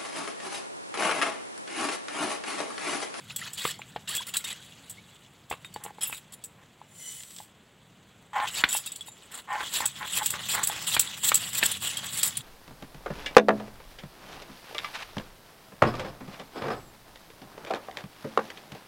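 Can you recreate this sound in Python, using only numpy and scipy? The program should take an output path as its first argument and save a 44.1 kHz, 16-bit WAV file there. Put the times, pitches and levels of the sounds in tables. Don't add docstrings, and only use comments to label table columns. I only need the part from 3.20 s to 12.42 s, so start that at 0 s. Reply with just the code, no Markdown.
import sys
import numpy as np
from scipy import signal
from scipy.fft import rfft, irfft
from scipy.io import wavfile
from scipy.ndimage import uniform_filter1d

SR = 44100
rng = np.random.default_rng(int(sys.argv[2]) if len(sys.argv) > 2 else 0)


def gain_from_db(level_db):
    decades = np.asarray(level_db, float) / 20
    return 10 ** decades


def master_out(mix):
    frames = np.transpose(np.atleast_2d(mix))
    ceiling = np.clip(frames, -1, 1)
    pcm = np.round(ceiling * 32767).astype(np.int16)
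    wavfile.write(sys.argv[1], SR, pcm)


N = 406602
TIME = np.arange(N) / SR


def unit(x):
    return x / np.sqrt(np.mean(x ** 2))


def colour(x, points):
    hz, db = np.transpose(points)
    grid = np.maximum(np.arange(2049) * SR / 4096, 1)
    cepstrum = irfft(np.interp(np.log(grid), np.log(hz), db) * np.log(10) / 20)
    cepstrum[1:2048] *= 2
    cepstrum[2049:] = 0
    response = irfft(np.exp(rfft(cepstrum)))
    return signal.fftconvolve(x, response)[:len(x)]


def ring(x, peaks, widen):
    out = 0
    for hz, width, db in peaks:
        out = out + gain_from_db(db) * signal.lfilter(*signal.iirpeak(hz, hz / (widen * width), SR), x)
    return out


def grains(rate, spread, hiss):
    hit = rng.random(N) < rate / SR
    size_db = np.minimum(spread * rng.exponential(size=N), 9)
    clicks = hit * np.tanh(rng.standard_normal(N)) * gain_from_db(size_db)
    return unit(unit(clicks) + hiss * rng.standard_normal(N))


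def walk(rate):
    k = int(SR / rate)
    steps = np.repeat(rng.standard_normal(N // k + 1), k)
    return unit(uniform_filter1d(steps, k)[:N])


def add(track, s, sound):
    i = int(s * SR)
    track[i:i + len(sound)] += sound[:N - i]


def played(rows, column):
    rows = np.array(rows)
    return gain_from_db(np.interp(TIME, rows[:, 0], rows[:, column], left=-120, right=-120))


# centre_hz, width_hz (before widening), level_db
STONE_MODES = [(850, 45, 1), (1040, 57, 0.5), (1470, 400, -14.5), (1797, 39, -8.5), (3040, 300, -21)]
# freq_hz, relative_gain_db
PALM_TONE = [(350, -8), (650, -5), (1100, 0), (2100, -1.5), (3000, -26.5)]
# freq_hz, relative_gain_db
CRUNCH_TONE = [(1180, -17.5), (2000, -6.5), (2110, -9), (2880, 0.5), (3340, 3.5), (4600, -6.5),
               (5500, -11.5), (7150, -4.5), (12100, -120)]
# freq_hz, relative_gain_db
GRIT_TONE = [(2710, -28), (4600, -16.5), (6390, -10.5), (7790, 4.5), (10200, -12), (11200, -7), (12200, -8),
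             (15100, -9.5), (16000, -2)]


def rubbing():
    catch = np.clip(walk(70), -9, 1.6)
    grit = grains(1200, 1.7, 1.0)
    coarse = grains(900, 4.7, 1.0)
    low, middle, high = held("stones"), held("crunch"), held("grit")

    bare = low ** 2 / (low ** 2 + (2.5 * middle) ** 2)
    stones = colour(ring(coarse, STONE_MODES, 0.98), [(300, -10), (750, 3), (3000, 2), (5000, -28)])
    body = bare * unit(stones) + (1 - bare) * unit(colour(coarse, PALM_TONE))

    specks = 0
    for hz in np.geomspace(4500, 15500, 8):
        specks = specks + ring(grit, [(hz, hz / 6, 0)], 1) * gain_from_db(3.5 * walk(70))
    fine = unit(colour(specks, GRIT_TONE))
    top_share = np.clip(0.014 * (20 * np.log10(high) + 40), -.6, .6)
    fine = fine + top_share * colour(fine, [(8500, 2.5), (10500, -20)])
    fine = unit(fine * gain_from_db(3.26 * catch + 1.3 * walk(120)))

    pieces = 0
    for hz in np.geomspace(1900, 6000, 9):
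        pieces = pieces + ring(grit, [(hz, hz / 9, 0)], 1) * gain_from_db(np.minimum(6 * walk(60), 8))
    crunch = unit(colour(pieces, CRUNCH_TONE) * gain_from_db(1.67 * catch))

    return low * body * gain_from_db(2.7 * catch) + middle * crunch + high * fine


# start_s, length_s, level_db, brightness_db (grit layer only)
CRUSH_STROKES = [(5.272, 0.02, -36, -6), (5.343, 0.064, -32, -4.5), (6.537, 0.07, -31.5, 2),
                 (6.922, 0.067, -30, 0.5), (7.029, 0.051, -39.5, 7.5), (7.286, 0.073, -31, 2),
                 (7.668, 0.082, -31, 1.5), (8.033, 0.06, -33, 7.5), (8.172, 0.14, -43, 5),
                 (8.348, 0.04, -35, 9), (8.432, 0.032, -30, 5.5), (8.49, 0.084, -39.5, 0),
                 (8.622, 0.085, -37, 3.5), (8.926, 0.088, -33, 3)]
# start_s, length_s, level_db
DRAG_STROKES = [(2.62, 0.088, -51), (3.39, 0.036, -53), (5.168, 0.087, -29.5), (5.407, 0.088, -45),
                (6.13, .07, -51), (6.32, 0.11, -36), (6.59, 0.065, -37), (6.815, 0.03, -33.5),
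                (7.002, 0.022, -30), (7.134, 0.076, -44), (7.357, 0.072, -34.5), (7.492, 0.1, -46.5),
                (8.79, 0.046, -45)]
# start_s, length_s, level_db, brightness_db (grit layer only)
WIPE_STROKES = [(.097, 0.025, -45.5, -10), (.185, 0.096, -41.5, -13.5), (.374, 0.14, -37.5, 0.5),
                (.875, 0.097, -37, 0.5), (.991, 0.036, -42.5, -17), (1.068, 0.025, -40, 5.5),
                (1.139, 0.029, -36.5, 3), (1.19, 0.02, -46, 5), (1.241, 0.091, -41, -4),
                (2.918, 0.062, -47, 6.5), (6.114, 0.088, -48, 3)]
# start_s, length_s, level_db
JINGLE_STROKES = [(2.809, 0.03, -29), (2.85, 0.049, -36.5), (3.123, 0.018, -46.5), (5.487, 0.034, -31),
                  (5.522, 0.045, -29), (5.585, 0.02, -39.5), (5.66, 0.015, -37.5), (5.86, 0.032, -48),
                  (9.03, 0.051, -28)]
# time_s, level_db
CONTACT_LEVEL = [(0, -58), (.52, -48), (.6, -62), (1.33, -53), (1.55, -54.5), (2.3, -66.5), (2.55, -60.5),
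                 (3, -64), (3.3, -69), (5.12, -69), (5.3, -45.5), (5.62, -49), (5.9, -60), (6.05, -57),
                 (6.28, -62), (6.45, -39.5), (6.72, -45), (7.1, -43), (7.6, -39), (8, -39.5), (8.5, -34),
                 (8.6, -43), (8.7, -37.5), (9.22, -45)]
# time_s, dip_db
TURN_DIPS = [(6.5, -1.5), (6.72, -3), (8.01, -22), (8.31, -16), (8.6, -14), (8.9, -7.5)]
# stones_db, crunch_db, grit_db, bangles_db
CRUSH_LAYERS = (-12, -0.65, 1.1, -8.5)
DRAG_LAYERS = (1.1, -19, -23, -47)
WIPE_LAYERS = (-11.5, -0.1, -1.5, -6.5)
JINGLE_LAYERS = (-16.5, -11, -1, -3.5)
CONTACT_LAYERS = (-9.5, 0.07, -6.5, -11.5)


def held(layer):
    column = ["stones", "crunch", "grit", "bangles"].index(layer)
    turn_s = 0.018
    pause_db = sum(db * np.exp(-((TIME - s) / turn_s) ** 2) for s, db in TURN_DIPS)
    power = (played(CONTACT_LEVEL, 1) * gain_from_db(CONTACT_LAYERS[column] + pause_db)) ** 2

    def press(start, lead, db, shape):
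        add(power, start - lead, (gain_from_db(db) * shape) ** 2)

    for start, length, db, bright_db in CRUSH_STROKES:
        lead = .07
        level = db + CRUSH_LAYERS[column] + bright_db * (layer == "grit")
        press(start, lead, level, stroke(length, lead, -21.5, 0.46))
    for start, length, db in DRAG_STROKES:
        lead = 0.41 * length
        press(start, lead, db + DRAG_LAYERS[column], stroke(length, lead, -9.5))
    for start, length, db, bright_db in WIPE_STROKES:
        level = db + WIPE_LAYERS[column] + bright_db * (layer == "grit")
        press(start, 0, level, stroke(length))
    for start, length, db in JINGLE_STROKES:
        press(start, 0, db + JINGLE_LAYERS[column], stroke(length))
    if layer == "grit":
        for start, db, *_ in CLACK_HITS:
            press(start, 0, db - 19, stroke(0.02))
    return uniform_filter1d(np.sqrt(power), size=SR // 400)


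def stroke(length, lead=0., lead_db=0., step=0.):
    sag_db_per_s, release_s = 7.5, 0.0088
    t = TIME[:int((lead + length + 8 * release_s) * SR)] - lead
    swell_db = lead_db * (step - (1 - step) * t / max(lead, 1e-3)) * (t < 0)
    release = np.exp(-np.maximum(t - length, 0) / release_s)
    return gain_from_db(swell_db - sag_db_per_s * np.maximum(t, 0)) * release


# time_s, level_db (before layer trims), pitch_hz
KNOCK_HITS = [(0.452, -15, 1170), (0.593, -34, 820), (0.618, -27, 2350), (0.761, -21.5, 730),
              (1.158, -29, 1600), (2.312, -19.5, 746), (2.326, -25, 1130), (2.338, -30.5, 1100),
              (2.447, -28.5, 2470), (2.561, -25.5, 850), (2.651, -33, 817), (2.662, -29, 850),
              (2.706, -37, 810), (2.784, -34.5, 844), (2.897, -35, 910), (2.927, -21, 2550),
              (3.615, -35.5, 910), (4.202, -34, 850), (5.2, -20, 1020), (5.438, -7.5, 1500),
              (5.549, -22.5, 860), (5.883, -38, 875), (6.351, -25.5, 794), (6.406, -21, 1530),
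              (6.605, -20.5, 930), (6.828, -21, 1620), (7.139, -23, 1480), (7.498, -23, 830),
              (7.766, -10.5, 1510), (8.118, -13, 1280), (8.428, -9.5, 2110)]


def knocks():
    push, thud, crack = np.zeros((3, N))
    t = TIME[:int(SR / 30)]
    for s, db, hz in KNOCK_HITS:
        envelope = t * hz * np.exp(1 - 1.41 * t * hz) + 0.17 * np.exp(-t / 0.0049)
        add(push, s, gain_from_db(db) * np.sin(2 * np.pi * hz * t) * envelope)
        if hz < 1400 and s < 3:
            add(thud, s, gain_from_db(db) * np.sin(2 * np.pi * 470 * t) * np.exp(-t / 0.0029))
        add(crack, s, gain_from_db(1.447 * db) * np.exp(-t / 0.0075))
    crack = colour(crack * rng.standard_normal(N), [(600, -11), (2200, -1.5), (3800, -6), (6500, -34.0)])
    push = colour(push, [(150, -21), (550, -0.5)])
    return push + gain_from_db(-3.5) * ring(push, STONE_MODES, 1.45) + gain_from_db(-5.0) * thud + gain_from_db(10.0) * crack


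# time_s, level_db (before layer trims), ring_share_db, pitch_hz
CLACK_HITS = [(0.1611, -12.5, -21, 3340), (0.3326, -24.5, -17.5, 7150), (0.5893, -50.5, 4, 7220),
              (0.95, -14.5, -17, 7920), (0.979, -25.5, 3, 3360), (1.168, -11, -13.5, 3920),
              (1.2434, -22.5, -5, 3680), (1.696, -24.5, -37, 7480), (2.299, -23, -21, 7850),
              (2.325, -41, 8, 2680), (2.447, -39.5, 3, 3700), (2.5392, -29, -16, 4550),
              (2.637, -23, -15.5, 11000), (2.8166, -33, -1, 5250), (2.824, -38, 5, 3330),
              (2.8718, -32, 3, 12800), (3.1225, -36, -2, 7850), (3.239, -21.5, -12, 8060),
              (5.489, -23, -6, 7160), (5.5276, -11, -12, 7790), (5.5667, -14, -4, 7860),
              (5.57, -41, 4, 4950), (5.605, -51, 4, 2650), (5.671, -25.5, -21, 4950),
              (5.7195, -27, -1, 7890), (5.758, -27.5, -20, 4280), (5.809, -40, 5.5, 3370),
              (5.872, -44, -1.5, 7230), (5.918, -48, 2, 7230), (6.656, -7.5, -10, 7920),
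              (7.06, -5.5, -14, 7880), (7.104, -11, -10, 8100), (7.433, -6.5, -14, 7860),
              (7.472, -11, -11, 11200), (7.7947, -1, -11, 7930), (8.1422, -4.5, -14, 7670),
              (8.154, -12.5, 0.5, 7820), (8.4345, -9.5, -11, 7820), (8.515, -13.5, -9, 9550),
              (8.77, -18, -6, 3250), (9.0302, -6, -19, 7690), (9.17, -18, -4.5, 9480)]
# freq_hz, level_db, t60_s (the last two before each layer's own scaling)
BANGLE_MODES = [(2680, -5, 0.054), (3250, -10, 0.093), (3754, -3.5, 0.075), (5250, -17, 0.11),
                (7130, -4.5, 0.14), (7850, 6.5, 0.039), (9570, -2.5, 0.057), (10160, -4.5, 0.035),
                (11090, -3, 0.052), (13200, -17, 0.085)]


def bangles():
    rattles, tones = np.zeros((2, N))
    t = TIME[:int(SR / 5)]
    hz, mode_db, t60 = np.transpose(BANGLE_MODES)[:, :, None]
    rattle = np.exp(-np.log(1000) * t / 0.028) * (1 - np.exp(-t / 0.0013))
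    for s, db, ring_db, pitch in CLACK_HITS:
        add(rattles, s, gain_from_db(db) * rattle)
        level_var, tune_var, phase = rng.standard_normal((3, len(BANGLE_MODES), 1))
        distance = np.abs(hz - pitch)
        lead = distance == distance.min()
        gain = gain_from_db(np.where(lead, 0, mode_db - 17.0 + 1.7 * level_var))
        tuned = np.where(lead, pitch, hz * (1 + 0.0041 * tune_var))
        modes = gain * np.exp(-np.log(1000) * t / t60) * np.sin(2 * np.pi * (tuned * t + phase))
        add(tones, s, gain_from_db(db + ring_db) * modes.sum(axis=0))
    touch = rng.standard_normal(N) * gain_from_db(3.4 * walk(300))
    bright = colour(rattles * touch, GRIT_TONE) / np.std(colour(touch, GRIT_TONE))
    dull = colour(rattles * touch, CRUNCH_TONE) / np.std(colour(touch, CRUNCH_TONE))
    return gain_from_db(-2.0) * bright + gain_from_db(-15.5) * dull + tones * gain_from_db(2 * walk(160))


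def clinks():
    shaken, out = held("bangles"), 0
    for hz, db, t60 in BANGLE_MODES:
        taps = grains(45, 2.7, 0.1)
        mode = [(hz, np.log(1000) / np.pi / t60, 0)]
        out = out + gain_from_db(0.5 * db) * ring(taps * shaken, mode, 1.65) / np.std(ring(taps, mode, 2.3))
    return gain_from_db(-5.5) * out


# time_s, level_db (before random flicker), start_pitch_hz, length_s
BUBBLES = [(.105, -27.5, 2440, 0.0052), (.215, -29, 1760, 0.01), (1.003, -36.5, 934, 0.016),
           (1.77, -49.5, 2050, 0.037)]


def water():
    out = np.zeros(N)
    small = []
    for when, level, pitch, size in rng.random((260, 4)):
        small.append((1.4 * when, 3 - 14 * level, 1100 * 4 ** pitch, .004 + .014 * size))
    for rows, scale in ((BUBBLES, gain_from_db(2.0 * walk(300))), (small, held("crunch"))):
        for s, db, hz, length in rows:
            t = TIME[:int(length * SR)]
            shape = np.sin(np.pi * (t / length) ** 0.62) * scale[int(s * SR):][:len(t)]
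            add(out, s, gain_from_db(db) * shape * np.sin(2 * np.pi * hz * t * (1 + 0.087 * t / length)))
    return out


# time_s, level_db
POUR_LEVEL = [(3.62, -79), (3.8, -48.5), (3.92, -42), (4.05, -48.5), (4.2, -48.5), (4.25, -51.5),
              (4.3, -79)]
# centre_hz, width_hz (before narrowing), relative_level_db
BOWL_MODES = [(2050, 71, -7.5), (2990, 25, 4), (3530, 57, -7), (4370, 40, -9), (5980, 27, -1),
              (7130, 32, -5), (7240, 58, 5.5), (8100, 56, 1), (9550, 41, -4), (10170, 80, -3)]
# time_s, level_db (before the layer trim)
LANDINGS = [(3.7514, -42), (4.005, -32), (4.0337, -28), (4.106, -28.5), (4.1638, -26), (4.185, -23.5)]


def seeds():
    stream = grains(2500, 2.7, 0.78)
    steel = 0
    for mode in BOWL_MODES:
        steel = steel + ring(stream, [mode], 0.71) * gain_from_db(3.5 * walk(25.1))
    full = np.clip((4.18 - TIME) / 0.28, 0, 1)
    ticks = np.zeros(N)
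    for s, db in LANDINGS:
        add(ticks, s, gain_from_db(db) * np.exp(-TIME[:SR // 40] / .004))
    slab = gain_from_db(-10) * unit(colour(stream, CRUNCH_TONE)) + unit(colour(stream, GRIT_TONE))
    pour = played(POUR_LEVEL, 1) * (full * unit(steel) + slab)
    return pour + gain_from_db(-7.5) * colour(ticks * slab, [(7000, 1.0), (14000, -18)])


# freq_hz, relative_gain_db
YARD_TONE = [(18, -30), (30, -0.5), (152, -1.5), (192, -1.5), (359, -1), (3490, -10.5), (5310, -25.5),
             (8060, -16.5), (10500, -101), (15500, -72)]
# time_s, level_db
RUMBLE_LEVEL = [(0, -54.5), (1.3, -57.5), (3, -60.5), (6.2, -63), (7, -55.5), (9.22, -50.5)]
# start_s, end_s, pitch_hz, level_db
FAR_TONE = (1.45, 1.75, 272, -63)


def yard():
    hiss = unit(colour(rng.standard_normal(N), YARD_TONE)) * gain_from_db(-60 + 0.72 * walk(3.54))
    low = colour(rng.standard_normal(N), [(40, -43.5), (90, -2), (125, 0.5), (205, -1.0), (450, -34.5)])
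    shake = played(RUMBLE_LEVEL, 1) + gain_from_db(-30.5) * held("crunch")
    start, end, hz, db = FAR_TONE
    swell = np.sin(np.pi * np.clip((TIME - start) / (end - start), 0, 1)) ** .5
    tone = gain_from_db(db) * np.sin(2 * np.pi * hz * TIME) * swell
    return hiss + unit(low) * shake * gain_from_db(walk(9.2)) + tone


def scene():
    near = rubbing() + knocks() + bangles() + clinks() + water() + seeds()
    t = TIME[:int(SR / 4)]
    tail = rng.standard_normal(len(t)) * np.exp(-np.log(1000) * t / 0.21) * (t > .003)
    echo = signal.fftconvolve(near, tail / np.linalg.norm(tail))[:N]
    mono = near + gain_from_db(-16) * echo + yard()
    quiet = uniform_filter1d(mono ** 2, size=SR // 2) < gain_from_db(-38) ** 2
    patches = uniform_filter1d(quiet * (walk(20) > -.2) * 1., size=SR // 200)
    blur = rng.standard_normal(128) / np.sqrt(128)
    blurred = np.convolve(mono, blur)[:N]
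    difference = patches * colour(blurred, [(3600, -60), (4600, -9), (8000, -19.0), (12000, -4.0)])
    return np.array([mono + difference, mono - difference])


def top_cut(x):
    return signal.sosfilt(signal.butter(12, 16980, fs=SR, output="sos"), x)


def record(dry):
    no_bass = signal.sosfilt(signal.butter(3, 45, "high", fs=SR, output="sos"), dry)
    mix = signal.sosfilt(signal.ellip(8, .2, 35, 15800, fs=SR, output="sos"), no_bass)
    return top_cut(mix)


dry = scene()
out = record(dry)
master_out(out)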